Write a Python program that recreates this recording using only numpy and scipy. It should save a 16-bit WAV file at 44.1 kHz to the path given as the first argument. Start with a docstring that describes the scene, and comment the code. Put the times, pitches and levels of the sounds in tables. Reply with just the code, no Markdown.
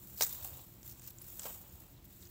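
"""Dry leaves rustle, then a blade chops into tall, cane-like grass; a softer second stroke follows.
Each impact excites the damped modes of the stalks and splits their fibres in a bright crackle.
As the bundle is pulled, friction makes the leaves scrape and swish, and brittle stems snap.
The open field scatters a faint echo of the cutting, over a low rumble of wind and a far hum."""
import sys
import numpy as np
from scipy import signal
from scipy.fft import rfft, irfft, next_fast_len
from scipy.io import wavfile

SR = 44100
rng = np.random.default_rng(int(sys.argv[2]) if len(sys.argv) > 2 else 0)


def store_pcm(level_fs):
    """Save levels as 16-bit WAV."""
    pcm = np.round(np.clip(level_fs, -1, 1) * 32767).astype(np.int16)
    wavfile.write(sys.argv[1], SR, np.atleast_2d(pcm).T)


N = 101429
TIME = np.arange(N) / SR

# blows of the blade: start_s, knock_db, pitch_hz, knock_decay_s, ring_db, rattle_db, rattle_decay_s
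BLOWS = [(0.2091, -19.5, 780, 0.011, -33, -31.5, 0.032), (0.2228, -30, 814, 0.015, -44, -39, 0.035),
         (0.4475, -47, 766, 0.061, -57, -51, 0.035), (1.4542, -31.5, 536, 0.015, -52, -46.5, 0.071),
         (1.463, -35, 617, .012, -48, -54.5, 0.18)]
# modes of the struck stalks: pitch_hz, level_db, decay_s
STALK_MODES = [(520, -19, 0.096), (655, -12.5, 0.058), (970, -10.5, 0.036), (1605, -3, 0.036),
               (2090, 6.5, 0.0084)]
# dull spectrum of the clump: frequency_hz, relative_db
CLUMP_SPECTRUM = [(100, -32), (330, -21), (490, -1), (780, -1.5), (1100, -4), (1900, -18), (3000, -9),
                  (7000, -45)]
def chops(rise_s=0.00055):
    """Impact excitation: a blow knocks one stalk, rings its neighbours' modes and rattles the clump."""
    strikes, knocks, rattle = np.zeros((3, N))
    for start, knock_db, hz, knock_decay, ring_db, rattle_db, rattle_decay in BLOWS:
        knocks += amp(knock_db) * dying(start, 1 / hz, knock_decay) * sine(hz, start)
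        strikes[int(start * SR)] = amp(ring_db)
        rattle += amp(rattle_db) * dying(start, rise_s, rattle_decay)
    modes = sum(amp(db) * dying(0, rise_s, decay) * sine(hz) for hz, db, decay in STALK_MODES)
    rattle *= crackle(per_s=5400, spread_db=2, clump_db=0, clump_hz=630)
    return knocks + signal.fftconvolve(strikes, modes)[:N] + colour(rattle, CLUMP_SPECTRUM)


# fibres splitting under the blade: start_s, length_s, level_db
SPLITS = [(0.2084, 0.0025, -28), (0.214, 0.013, -32), (0.2222, 0.012, -30), (0.237, 0.0093, -43),
          (0.263, 0.0024, -48), (1.4535, 0.015, -45.5)]
# their bright spectrum: frequency_hz, relative_db
SPLIT_SPECTRUM = [(600, -19), (2200, -14.5), (3000, -26), (3700, -7), (5900, -7.5), (8100, -6),
                  (10800, -14.5), (13500, -7.5), (14400, 1), (15000, 4), (16000, -12)]
def splits():
    """Acoustic emission: parting fibres release a dense train of clicks."""
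    clicks = crackle(per_s=7000, spread_db=2.5, clump_db=0.5, clump_hz=1200)
    return colour(bursts(SPLITS, rise_s=0.0005, fall_s=0.0042) * clicks, SPLIT_SPECTRUM)


# stems and leaf ribs snapping: start_s, ring_db, pitch_hz, crack_db
SNAPS = [(0.1884, -43, 4480, -52), (0.2005, -38, 4600, -44), (0.2104, -31, 5200, -32),
         (0.2227, -14.5, 5740, -25), (0.2338, -20, 6500, -31), (0.248, -34, 7760, -33.5),
         (0.2663, -31, 8100, -39.5), (0.294, -32, 7400, -58), (0.83, -54, 7500, -48),
         (0.8989, -42, 7200, -60), (0.996, -40, 7460, -54), (1.0194, -45.5, 10200, -51),
         (1.099, -45, 11000, -56), (1.105, -39, 12600, -69), (1.1854, -39, 7160, -58),
         (1.217, -38, 9750, -53.5), (1.3952, -27.5, 7570, -38), (1.419, -43, 5370, -45),
         (1.433, -41, 5300, -41), (1.4405, -47, 7360, -45), (2.223, -44, 7740, -60),
         (2.254, -47, 5000, -62), (2.272, -45, 6500, -63)]
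# spectrum of dry stems and litter breaking: frequency_hz, relative_db
BRITTLE_SPECTRUM = [(300, -10.5), (900, -5.5), (2600, -5), (4000, -4.5), (7500, 3), (10000, -10.5),
                    (16000, -5)]
def snaps(rise_s=0.0001, ring_decay_s=0.0055, tear_decay_s=0.022, crack_decay_s=0.013):
    """Brittle fracture: a broad crack, a brief ring and rough tearing around the same pitch."""
    rings, cracks = np.zeros((2, N))
    roughness = amp(-13.5) * drift(1400)  # modulation spreads the tone into a band
    for start, ring_db, hz, crack_db in SNAPS:
        tearing = roughness * dying(start, rise_s, tear_decay_s)
        rings += amp(ring_db) * (dying(start, rise_s, ring_decay_s) + tearing) * sine(hz, start)
        cracks += amp(crack_db) * dying(start, rise_s, crack_decay_s)
    return rings + colour(cracks * rng.standard_normal(N), BRITTLE_SPECTRUM)


# thin, high partials of the blade: pitch_hz, level_db
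BLADE_PARTIALS = [(14900, -24), (15090, -35), (15515, -25)]
def blade():
    """Damped vibration: the slicing edge rings for a moment on the first stroke."""
    ring = sum(amp(db) * wavering(hz, depth_hz=45, rate_hz=200) for hz, db in BLADE_PARTIALS)
    return dying(start_s=0.227, rise_s=0.009, decay_s=0.091) * ring


# envelope of the moving bundle: time_s, level_db
RUSTLE_ENVELOPE = [(0, -55), (0.14, -53.5), (0.205, -44.5), (0.25, -40), (0.31, -44.5), (0.42, -50),
                   (0.47, -48), (0.55, -50), (0.63, -55.5), (0.81, -62.5), (0.87, -50), (0.96, -59.5),
                   (1.05, -54), (1.16, -61), (1.23, -55), (1.32, -50), (1.38, -50.5), (1.48, -44),
                   (1.55, -50.5), (1.64, -57), (1.79, -58.5), (1.9, -61), (2.02, -69), (2.13, -59),
                   (2.3, -58.5)]
# spectrum of dry leaves: frequency_hz, relative_db
LEAF_SPECTRUM = [(200, -31), (700, -19), (1400, -15.5), (2200, -20), (3000, -19), (3850, -14), (4700, -17),
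                 (6500, -11), (7400, -4.5), (8100, -6.5), (8900, -13.5), (11300, -10.5), (13000, -4),
                 (14900, 3), (16000, 2)]
def rustle():
    """Superposition: thousands of small leaf clicks and ticks merge into a rustle."""
    clicks = crackle(per_s=12000, spread_db=4, clump_db=2.3, clump_hz=64)
    fibres = amp(-3) * ticks(per_s=4000, spread_db=2.5, decay_cycles=22)
    return colour(level(RUSTLE_ENVELOPE) * unit(clicks + fibres), LEAF_SPECTRUM)


# leaves scraping past one another: start_s, length_s, level_db
SCRAPES = [(0.071, 0.006, -48.5), (0.174, 0.0053, -43.5), (0.326, 0.0099, -39.5), (0.431, 0.044, -46),
           (0.446, 0.0049, -40), (0.876, 0.0053, -48), (0.893, 0.0053, -50), (0.91, 0.017, -50),
           (1.073, 0.0092, -47), (1.103, 0.006, -50.5), (1.213, 0.012, -51), (1.8, 0.0091, -55.5),
           (2.042, 0.021, -59.5)]
# their sharp spectrum: frequency_hz, relative_db
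SCRAPE_SPECTRUM = [(200, -30), (2600, -16), (7600, -4.5), (10000, -9), (15000, 6.5)]
def scrapes():
    """Friction: saw-edged leaves rub in short bursts of clicks."""
    clicks = crackle(per_s=4500, spread_db=2, clump_db=2.5, clump_hz=580)
    fibres = ticks(per_s=2300, spread_db=4.5, decay_cycles=3.2)
    envelope = bursts(SCRAPES, rise_s=0.0014, fall_s=0.0026)
    return colour(envelope * unit(clicks + fibres), SCRAPE_SPECTRUM)


# dry litter crunching low in the stand: start_s, length_s, level_db
CRUNCHES = [(0.26, 0.072, -61), (0.86, 0.13, -69), (1.02, 0.046, -62.5), (1.069, 0.019, -57),
            (1.24, 0.0056, -57.5), (1.3935, 0.0092, -52.5), (1.417, 0.048, -58), (2.2, 0.075, -65)]
def crunches():
    """Crackling noise: dry litter gives way in clusters of tiny fractures."""
    clicks = crackle(per_s=2200, spread_db=-3.5, clump_db=4, clump_hz=410)
    fibres = amp(-4) * ticks(per_s=3800, spread_db=3.5, decay_cycles=3)
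    envelope = bursts(CRUNCHES, rise_s=0.0037, fall_s=0.003)
    return colour(envelope * unit(clicks + fibres), BRITTLE_SPECTRUM)


# long leaves sliding edge on edge: start_s, length_s, level_db
SWISHES = [(0.29, 0.04, -57.5), (0.35, 0.11, -62.5), (0.53, .1, -68), (1.96, 0.019, -70),
           (2.115, .03, -73.5), (2.222, .012, -62.5)]
# hollow resonance of a leaf: frequency_hz, relative_db
SWISH_SPECTRUM = [(2700, -27), (3300, -16), (3700, -5), (4250, -11), (5000, -14), (16000, -36)]
def swishes():
    """Forced vibration: fine teeth on a sliding edge excite the leaf's resonance."""
    teeth = crackle(per_s=8000, spread_db=1, clump_db=2.8, clump_hz=120)
    return colour(bursts(SWISHES, rise_s=0.0037, fall_s=0.003) * teeth, SWISH_SPECTRUM)


# envelope of the stalks swaying after each cut: time_s, level_db
SWAY_ENVELOPE = [(0, -78), (0.2, -72), (0.29, -63.5), (0.47, -62.5), (0.58, -64), (0.7, -75.5), (1.38, -72),
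                 (1.44, -61.5), (1.47, -56.5), (1.55, -65), (1.75, -70), (2.0, -78), (2.3, -105)]
def sway():
    """Contact noise: swaying stalks make a low swish with the clump's dull spectrum."""
    contacts = crackle(per_s=5400, spread_db=0, clump_db=2, clump_hz=33)
    return colour(level(SWAY_ENVELOPE) * contacts, CLUMP_SPECTRUM)


def field_echo(direct, echo_db=-22.5, reflections_per_s=3000):
    """Scattering: the surrounding stalks add weak reflections to the direct sound."""
    taps = rng.standard_normal(N) * (rng.random(N) < reflections_per_s / SR)
    taps *= dying(start_s=0.0014, rise_s=0.0031, decay_s=0.52)
    return direct + amp(echo_db) * signal.fftconvolve(direct, taps / np.linalg.norm(taps))[:N]


# spectra of the steady wind and of its gusts: frequency_hz, relative_db
WIND_SPECTRUM, GUST_SPECTRUM = [(20, -24), (40, 1), (60, 3.5), (125, 3), (145, -3), (185, -5), (280, -8.5),
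                                (360, -9.5), (430, -16.5), (800, -21), (1600, -26), (4000, -26.5),
                                (10000, -34), (16000, -67)], [(20, -25), (55, -13.5), (78, 3.5), (110, -11), (200, -36.5),
                                             (16000, -78)]
# soft gusts: centre_s, half_length_s, level_db
GUSTS = [(0.478, 0.075, -57.5), (1.749, 0.016, -53.5)]
def wind(steady_db=-59):
    """Turbulence: moving air makes a low random rumble that swells in gusts."""
    steady = amp(steady_db) * colour(rng.standard_normal(N), WIND_SPECTRUM)
    swells = sum(amp(db) * np.exp(-((TIME - centre) / half) ** 2 / 2) for centre, half, db in GUSTS)
    return steady + swells * colour(rng.standard_normal(N), GUST_SPECTRUM)


# tones of the far hum: pitch_hz, level_db
HUM_TONES = [(122, -71), (188, -71), (346, -74)]
def hum(waver_db=3):
    """Random modulation: three low tones waver in level and pitch."""
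    return sum(amp(db) * unit(amp(waver_db * drift(5.8)) * wavering(hz, depth_hz=4, rate_hz=9.55))
               for hz, db in HUM_TONES)


def amp(db):
    """Decibels to amplitude ratio."""
    return 10 ** (np.asarray(db) / 20)


def unit(x):
    """Normalisation to rms 1."""
    return x / np.sqrt(np.mean(x ** 2) + 1e-20)


def level(points):
    """Amplitude envelope through points of time_s, level_db."""
    return amp(np.interp(TIME, *np.transpose(points)))


def dying(start_s, rise_s, decay_s):
    """Exponential damping: a linear rise and a fall of 60 dB per decay time."""
    age = np.maximum(TIME - start_s, 0)
    return np.minimum(age / rise_s, 1) * np.exp(-np.log(1000) * age / decay_s)


def bursts(rows, rise_s, fall_s):
    """Incoherent addition: envelopes of attack, hold and release sum in power."""
    power = np.zeros(N)
    for start, length, db in rows:
        attack = np.clip((TIME - start) / rise_s, 0, 1)
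        release = np.exp(-np.maximum(TIME - start - length, 0) / fall_s)
        power += (amp(db) * attack * release) ** 2
    return np.sqrt(power)


def sine(hz, start_s=0):
    """Simple harmonic motion with zero phase at the start."""
    return np.sin(2 * np.pi * hz * (TIME - start_s))


def wavering(hz, depth_hz, rate_hz):
    """Frequency modulation of a tone by a random drift."""
    return np.sin(2 * np.pi * np.cumsum(hz + depth_hz * drift(rate_hz)) / SR)


def drift(cutoff_hz):
    """Low-pass Gaussian noise of rms 1."""
    rolloff = 1 + (np.fft.rfftfreq(N, 1 / SR) / cutoff_hz) ** 4
    return unit(irfft(rfft(rng.standard_normal(N)) / rolloff, N))


def click_sizes(spread_db):
    """Amplitudes whose decibel levels follow a capped exponential distribution."""
    return amp(spread_db * np.minimum(rng.exponential(1, N), 4))


def crackle(per_s, spread_db, clump_db, clump_hz):
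    """Shot noise: uneven random clicks, grouped into clumps by a drifting gain."""
    sizes = click_sizes(spread_db) * rng.choice([-1, 1], N)
    clicks = sizes * (rng.random(N) < per_s / SR)
    return unit(clicks * amp(clump_db * drift(clump_hz)))


def ticks(per_s, spread_db, decay_cycles, count=32):
    """Damped resonators: dry fibres tick at random, each at its own pitch."""
    out = np.zeros(N)
    for hz in np.linspace(1500, 15500, count):
        cycles = hz * rng.uniform(.96, 1.04) * TIME[:512]
        ring = unit(np.exp(-cycles / decay_cycles) * np.sin(2 * np.pi * cycles))
        impulses = click_sizes(spread_db) * (rng.random(N) < per_s / count / SR)
        out += signal.oaconvolve(impulses, ring)[:N]
    return unit(out)


def colour(x, spectrum):
    """Minimum-phase filter of unit power, shaped by the spectrum and cut 40 dB above 17 kHz."""
    size = 2 * next_fast_len(N)
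    bins_hz = np.fft.rfftfreq(size, 1 / SR)
    hz, db = np.transpose(spectrum)
    shape = amp(np.interp(np.log(bins_hz + 1), np.log(hz), db))
    gain = unit(shape * (1e-2 + (bins_hz < 17000)))
    cepstrum = irfft(np.log(gain))
    cepstrum[1:size // 2] *= 2  # folding the cepstrum makes the filter causal
    cepstrum[size // 2 + 1:] = 0
    return irfft(rfft(x, size) * np.exp(rfft(cepstrum)))[:N]


def scene():
    """Superposition of the cutting with its echo, the foliage and the open air, in one channel."""
    cutting = field_echo(chops() + splits() + snaps() + blade())
    foliage = rustle() + scrapes() + crunches() + sway() + swishes()
    return (cutting + foliage + wind() + hum())[None]


def record(dry, cutoff_hz=15780):
    """Band limiting: a linear-phase low-pass removes the highest treble."""
    lowpass = signal.firwin(511, cutoff_hz, window=("kaiser", 8), fs=SR)
    return signal.oaconvolve(dry, lowpass[None], "same")


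dry = scene()
out = record(dry)
store_pcm(out)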